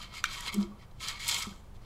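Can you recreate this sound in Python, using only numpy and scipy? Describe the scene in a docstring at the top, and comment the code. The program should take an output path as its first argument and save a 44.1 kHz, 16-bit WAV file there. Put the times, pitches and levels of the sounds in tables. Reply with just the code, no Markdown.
"""In a quiet workshop, plastic filament is pushed by hand through a tube on a holder on a wooden bench.
Strokes of dense, tiny slips ring the tube and holder, with broad rubbing noise and treble fizz.
Snags make short bright noise bursts, a click adds a crack and dying tones, and small taps ring.
The holder hums low twice, as three gliding or steady tones over a dull rattle.
The nearby sounds get a short noise tail; steady filtered noise is the workshop rumble."""
import sys
import numpy as np
from scipy import signal
from scipy.fft import rfft, irfft
from scipy.io import wavfile
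from scipy.ndimage import uniform_filter1d

SR = 44100
rng = np.random.default_rng(int(sys.argv[2]) if len(sys.argv) > 2 else 0)


def transcribe(signal):
    """Save signal, clipped to [-1, 1], as a 16-bit WAV file at the path in sys.argv[1]."""
    frames = np.atleast_2d(signal).T
    limited = np.clip(frames, -1, 1)
    pcm = np.round(limited * 32767).astype(np.int16)
    wavfile.write(sys.argv[1], SR, pcm)


N = 81585  # length in samples

# Ringing tones of the tube: f/Hz, width/Hz, relative level/dB
TUBE_MODES = [(1908, 84, 3.5), (2177.5, 90, 10.5), (2349, 11.7, 2), (3079, 65, 6.5), (3243, 12, 1.5),
              (3493, 11, -2), (3400, 35, -28), (4034, 52, 4), (4480, 18, -11), (4747, 47, 4)]
# Higher ringing tones of the tube: f/Hz, width/Hz, relative level/dB
HIGH_TUBE_MODES = [(6260, 21, -5.5), (6660, 59, -10.5), (7120, 32, -1.5), (7580, 60, -3.5), (8010, 18, -2),
                   (9140, 32, -9.5)]


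def slips():
    """Tiny sticks and releases make a dense random train of impulses, uneven in size and sign."""
    slips_per_s, spread_db, flutter_db = 5000, 3, 1.5
    unevenness = np.minimum(rng.exponential(1, N), 5)
    size = amp(spread_db * unevenness) * rng.choice([-1., 1.], N)
    happens = rng.random(N) < slips_per_s / SR
    return size * happens * amp(flutter_db * slow_noise(300))


def slide():
    """Slips ring the tube, rub broadly, fizz in the treble and ring the holder lower down."""
    # Hand strokes: t/s, slide level/dB, treble relative to it/dB, low ring relative to it/dB
    strokes = [
        [(0.0, -48, -7, 8), (0.008, -49.5, -11.5, -19), (0.03, -43.5, -7, -8.5), (0.04, -44, -16, -13),
         (0.094, -58, -15, -7), (0.118, -54, -18, -2), (0.146, -43.5, -6, -8.5), (0.202, -47, -8, -13),
         (0.216, -60, -13, 6), (0.228, -62, -7, -17)],
        [(0.258, -38, -8, -13), (0.27, -46.5, -24, -16), (0.278, -45, -16.5, -13), (0.336, -41.5, -3.5, -11.5),
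         (0.358, -42.5, -7, -7.5), (0.434, -47, -4.5, -4.5), (0.482, -36, -11, -9.5), (0.492, -40.5, -9, -6.5),
         (0.512, -56, -17, -0.5), (0.53, -45, -3, -5)],
        [(0.556, -48, -10, -6), (0.584, -62, 3, 11), (0.622, -53.5, -0.5, 1.5), (0.628, -59, -5, 4),
         (0.64, -58, -4, 3), (0.7, -76.5, -9, 1)],
        [(0.78, -75.5, -7, 14), (0.796, -64, -8, -12), (0.814, -64.5, -14, 8), (0.822, -55, -15, -2.5),
         (0.84, -63.5, -13, 1), (0.85, -68, -22, -8), (0.876, -103, -6, 2), (0.9, -95, -4, 11)],
        [(0.992, -67, -8, -11), (1.004, -47, -3.5, -4), (1.024, -43, -2.5, -6.5), (1.072, -37, -12, -15),
         (1.082, -37, -4, -12.5), (1.128, -42.5, -11, -7), (1.184, -49.5, -16, -9.5), (1.19, -64, 0, -3)],
        [(1.196, -44, -8, -6.5), (1.232, -39.5, -7, -17.5), (1.266, -39.5, -5.5, -8), (1.292, -33, -0.5, -7.5),
         (1.37, -37, -6, -13.5), (1.38, -45, 7, 1), (1.426, -37.5, -10, -9.5), (1.448, -49.5, -3, 0.5),
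         (1.612, -78, 6, -6), (1.62, -90, 12, 20), (1.64, -73.5, -4, -3)],
        [(1.735, -89, -7, 7), (1.747, -66.5, -9, -17), (1.767, -65, -6, -11), (1.783, -94, -5, -3),
         (1.803, -87, -4, 13), (1.807, -70, -15, -2), (1.817, -74.5, -16, 12), (1.829, -63, -23, -7),
         (1.839, -69, -13, 4), (1.85, -63, -13, -7)],
    ]
    # Low ringing tones of the holder: f/Hz, width/Hz, relative level/dB
    low_modes = [(972, 41, -2), (1031.6, 31, -1), (1136.5, 49, 1.5), (1192, 13.3, 0), (1290, 42.3, 2)]
    # Tone colour of the broad rubbing: f/Hz, relative level/dB
    rub_colour = [(300, -52), (800, -15), (1500, 1), (2300, 1), (2750, 3.5), (3400, 2), (4500, 1.5),
                  (6000, -19.5)]
    # Tone colour of the treble fizz: f/Hz, relative level/dB
    fizz_colour = [(3240, 3), (5500, -4.5), (6880, -0.5), (9240, -9.5), (9660, -9), (13000, -12),
                   (14500, -22), (16000, -30)]
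    ring_db, rub_db, high_ring_db = -4.5, -5.5, -9.5

    first, second = evened(slips()), evened(slips())
    level = amp(along(strokes, 1))
    tube = amp(ring_db) * ring(level * first, TUBE_MODES)
    rub = amp(rub_db) * level * coloured(first, rub_colour)
    treble = level * amp(along(strokes, 2))
    fizz = treble * coloured(first + second, fizz_colour)
    high_ring = amp(high_ring_db) * ring(treble * second, HIGH_TUBE_MODES)
    low_level = level * amp(along(strokes, 3))
    return tube + rub + fizz + high_ring + ring(low_level * second, low_modes)


def catches():
    """Short bright scrapes where the filament snags and lets go: noise bursts around one pitch each."""
    # Snags: t/s, level before halving/dB, fade length/s, centre f/Hz
    snag_table = [(0.406, -33.5, 0.0043, 7400), (0.5416, -28, 0.0026, 8900), (0.5448, -27, 0.0022, 5740),
                  (0.627, -38, 0.0052, 3900), (0.82, -61, 0.0083, 4000), (.912, -58, 0.005, 3900),
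                  (1.039, -39.5, 0.013, 4700), (1.083, -25, 0.0042, 5560), (1.1, -44, .005, 8000),
                  (1.202, -41, 0.0069, 6040), (1.2798, -22, 0.0042, 7500), (1.2867, -23, 0.0077, 7260),
                  (1.296, -25, 0.006, 5900), (1.312, -24.5, 0.0085, 4560), (1.3442, -22.5, .004, 6000),
                  (1.394, -35, .006, 9000), (1.4214, -30, 0.011, 5700), (1.816, -68.5, 0.039, 4900)]
    rise_s, spread_octaves = .0006, 0.61
    out = np.zeros(N)
    t = np.arange(2048) / SR
    freqs = np.fft.rfftfreq(2048, 1 / SR) + 1
    for s, db, length, centre_hz in snag_table:
        octaves_away = np.log2(freqs / centre_hz)
        band = np.exp(-.5 * (octaves_away / spread_octaves) ** 2)
        scrape = evened(irfft(rfft(rng.standard_normal(2048)) * band))
        envelope = np.minimum(t / rise_s, 1) * np.exp(-(t / length) ** 2)
        add(out, s, .5 * amp(db) * envelope * scrape)
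    return out


def catch_ring(snags):
    """The snags shake the tube, which answers at all its ringing tones."""
    return amp(-6) * ring(snags, TUBE_MODES + HIGH_TUBE_MODES)


def click():
    """A plastic snap in two quick steps: a brief noise crack and quickly dying tones."""
    # Tone colour of the crack: f/Hz, relative level/dB
    crack_colour = [(410, -60), (700, -20.5), (1520, -2), (3160, -21.5), (3840, -3), (5060, -17),
                    (6480, -10), (10100, -26.5), (14000, -26), (16000, -38)]
    # Tones of one snap: f/Hz, starting level/dB, time to fall 60 dB/s
    click_modes = [(1220, -35, 0.066), (1330, -29.5, 0.016), (1393, -34.5, 0.069), (1490, -28.5, 0.035),
                   (1603, -34, 0.049), (1840, -37, 0.05), (2330, -31.5, 0.18), (2397, -33, 0.092),
                   (2070, -35, .012), (2250, -44, 0.27), (2780, -27.5, 0.013), (3280, -38, 0.0097),
                   (4540, -26.5, 0.018), (3690, -30, 0.018), (5280, -31, 0.0095), (6500, -38, 0.0099)]
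    click_s, second_snap_s = .2403, .0009  # start time, then delay to the second step
    crack_db, second_snap_db = -22.5, -4.5
    hold_s, crack_t60_s = .0016, .008  # steady time, then time to fall 60 dB
    low_cut_hz = 1000

    out, t = np.zeros(N), np.arange(6000) / SR
    crack_level = amp(crack_db - 60 * np.maximum(t - hold_s, 0) / crack_t60_s)
    crack = crack_level * coloured(rng.standard_normal(6000), crack_colour)
    tones = sum(dying_tone(t, *mode) for mode in click_modes)
    add(out, click_s, crack + tones)
    add(out, click_s + second_snap_s, -amp(second_snap_db) * tones)  # opposite direction
    return signal.sosfilt(signal.butter(12, low_cut_hz, "high", fs=SR, output="sos"), out)


def taps():
    """Small contacts, each ringing a single dying tone."""
    # Taps: t/s, level before the soft start/dB, f/Hz, time to fall 60 dB/s
    tap_table = [(.5415, -41.5, 1138, 0.072), (0.719, -45, 1127, 0.049), (1.004, -43, 2166, 0.056),
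                 (1.201, -42, 2143, .05), (1.286, -26.5, 2174, .06), (1.313, -34, 3170, 0.043),
                 (1.346, -28, 3175, 0.059), (1.526, -47, 1510, 0.027), (1.564, -51, 1146, 0.038)]
    out, t = np.zeros(N), np.arange(6000) / SR
    soft_start = np.minimum(t / 0.0015, 1)
    for s, db, hz, t60 in tap_table:
        add(out, s, soft_start * dying_tone(t, hz, db, t60))
    return out


def hum():
    """Three low tones of the holder swell and die over a dull rattle that partly follows the lowest."""
    # Two hums: t/s, lowest tone's level/dB, its f/Hz, second tone's level/dB, third tone's level/dB
    hum_tables = [
        [(.53, -68, 207.2, -67, -86), (.545, -39, 205, -62, -48.5), (.565, -38.5, 202.5, -41.5, -45.5),
         (.587, -22.5, 204.8, -57, -77), (.61, -27.5, 199.6, -49, -54), (.635, -34, 202, -48, -53),
         (.655, -53, 203, -42.5, -70), (.68, -45, 199, -57, -77), (.712, -44.5, 206, -69, -71),
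         (.77, -62.5, 209, -67, -80), (.8, -58, 202.6, -71, -77)],
        [(1.46, -81, 205, -72, -65), (1.472, -39.5, 210, -57, -57.5), (1.48, -38.5, 202, -65, -56),
         (1.5, -51.5, 198, -66, -74), (1.52, -46, 191, -63, -75), (1.545, -61, 192, -71, -82),
         (1.56, -66, 191, -75, -78)],
    ]
    # Tone colour of the dull rattle: f/Hz, relative level/dB
    rattle_colour = [(240, 2), (450, -7.5), (750, -8.5)]
    second_hz, third_hz = 346, 408
    rattle_db, rattle_follows = -38, .5  # rattle moves .5 dB for each dB of the lowest tone

    t, out = np.arange(N) / SR, np.zeros(N)
    rattle = coloured(rng.standard_normal(N), rattle_colour)
    for table in hum_tables:
        s, db, hz, second_db, third_db = np.transpose(table)
        on = uniform_filter1d(1. * (t > s[0]) * (t < s[-1]), size=400)  # softened on and off
        rattle_level = amp(rattle_db + rattle_follows * np.interp(t, s, db))
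        out += on * rattle_level * rattle
        gliding_hz = np.interp(t, s, hz)
        for level_db, pitch in ((db, gliding_hz), (second_db, second_hz), (third_db, third_hz)):
            cycles = np.cumsum(pitch + 0 * t) / SR + rng.random()
            tone = np.sqrt(2) * np.sin(2 * np.pi * cycles)  # rms 1
            out += on * amp(np.interp(t, s, level_db)) * tone
    return out


def room(x):
    """Many mixed reflections act like a short, softened, fading noise tail."""
    tail_db, t60_s, delay_s = -16.5, 0.4, .006
    t = np.arange(SR // 2) / SR
    tail = rng.standard_normal(len(t)) * amp(-60 * t / t60_s) * (t > delay_s)
    tail = signal.lfilter([.5], [1, -.5], tail)  # softens the treble
    return amp(tail_db) * signal.fftconvolve(x, tail / np.linalg.norm(tail))[:N]


def workshop():
    """The quiet rumble behind is steady random noise, strongest in the bass."""
    # Tone colour of the rumble: f/Hz, relative level/dB
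    shop_colour = [(15, 2.5), (40, -4), (70, -7.5), (86, -11.5), (123, -9.5), (164, -16.5), (200, -14),
                   (250, -26.5), (330, -25.5), (575, -27), (840, -29), (1130, -31), (1600, -37.5),
                   (5000, -47), (16000, -53.5)]
    return amp(-49) * coloured(rng.standard_normal(N), shop_colour)


def amp(db):
    """Turns decibels into a plain multiplier."""
    return 10 ** (np.asarray(db) / 20)


def evened(x):
    """Scales a sound to an rms (average strength) of 1."""
    return x / np.sqrt(np.mean(x ** 2) + 1e-20)


def slow_noise(size):
    """Smooths noise twice into a slow random curve of rms 1; a larger size is slower."""
    once = uniform_filter1d(rng.standard_normal(N), size=size)
    return evened(uniform_filter1d(once, size=size))


def along(tables, column):
    """Draws straight lines between one column's values, sample by sample."""
    rows = np.vstack(tables)
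    return np.interp(np.arange(N) / SR, rows[:, 0], rows[:, column])


def coloured(x, points, edge_db=-40):
    """Filters x by a table of f/Hz, level/dB, falling edge_db per octave outside its ends; rms 1."""
    f, db = np.transpose(points)
    hz = np.fft.rfftfreq(len(x), 1 / SR) + 1  # +1 avoids log(0)
    octaves_outside = np.maximum(np.log2(f[0] / hz), 0) + np.maximum(np.log2(hz / f[-1]), 0)
    gain_db = np.interp(np.log(hz), np.log(f), db) + edge_db * octaves_outside
    return evened(irfft(rfft(x) * amp(gain_db), len(x)))


def dying_tone(t, hz, db, t60):
    """A struck part rings at one pitch, losing 60 dB in t60 seconds."""
    return amp(db - 60 * t / t60) * np.sin(2 * np.pi * hz * t)


def resonate(hz, width):
    """One mode's answer to an impulse: wider modes die faster, but peak gain does not depend on width."""
    t = np.arange(4096) / SR
    return width * np.exp(-np.pi * width * t) * np.sin(2 * np.pi * hz * t)


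def ring(x, modes):
    """Rings a set of modes; each swells on its own as the contact point moves."""
    wander_db = 2.5
    # Signs alternate from mode to mode
    answers = [(-1) ** k * amp(db) * resonate(hz, width) for k, (hz, width, db) in enumerate(modes)]
    total = np.zeros(N)
    for answer in answers:
        share = x * amp(wander_db * slow_noise(1500))
        total += signal.oaconvolve(share, answer)[:N]
    return total / np.linalg.norm(answers)  # white noise roughly keeps its level


def add(mix, s, sound):
    """Adds a sound to the mix from s seconds on, cut at the end."""
    part = mix[round(s * SR):][:len(sound)]
    part += sound[:len(part)]


def scene():
    """Mixes the nearby sounds with their room tail, the hum and the workshop rumble."""
    snags = catches()
    near = slide() + snags + catch_ring(snags) + click() + taps()
    return (near + room(near) + hum() + workshop())[None]


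def record(dry):
    """Removes the treble above the band limit."""
    edge_hz = 15800
    low_pass = signal.firwin(511, edge_hz, window=("kaiser", 9), fs=SR)
    return signal.oaconvolve(dry, low_pass[None], "same")


dry = scene()
out = record(dry)
transcribe(out)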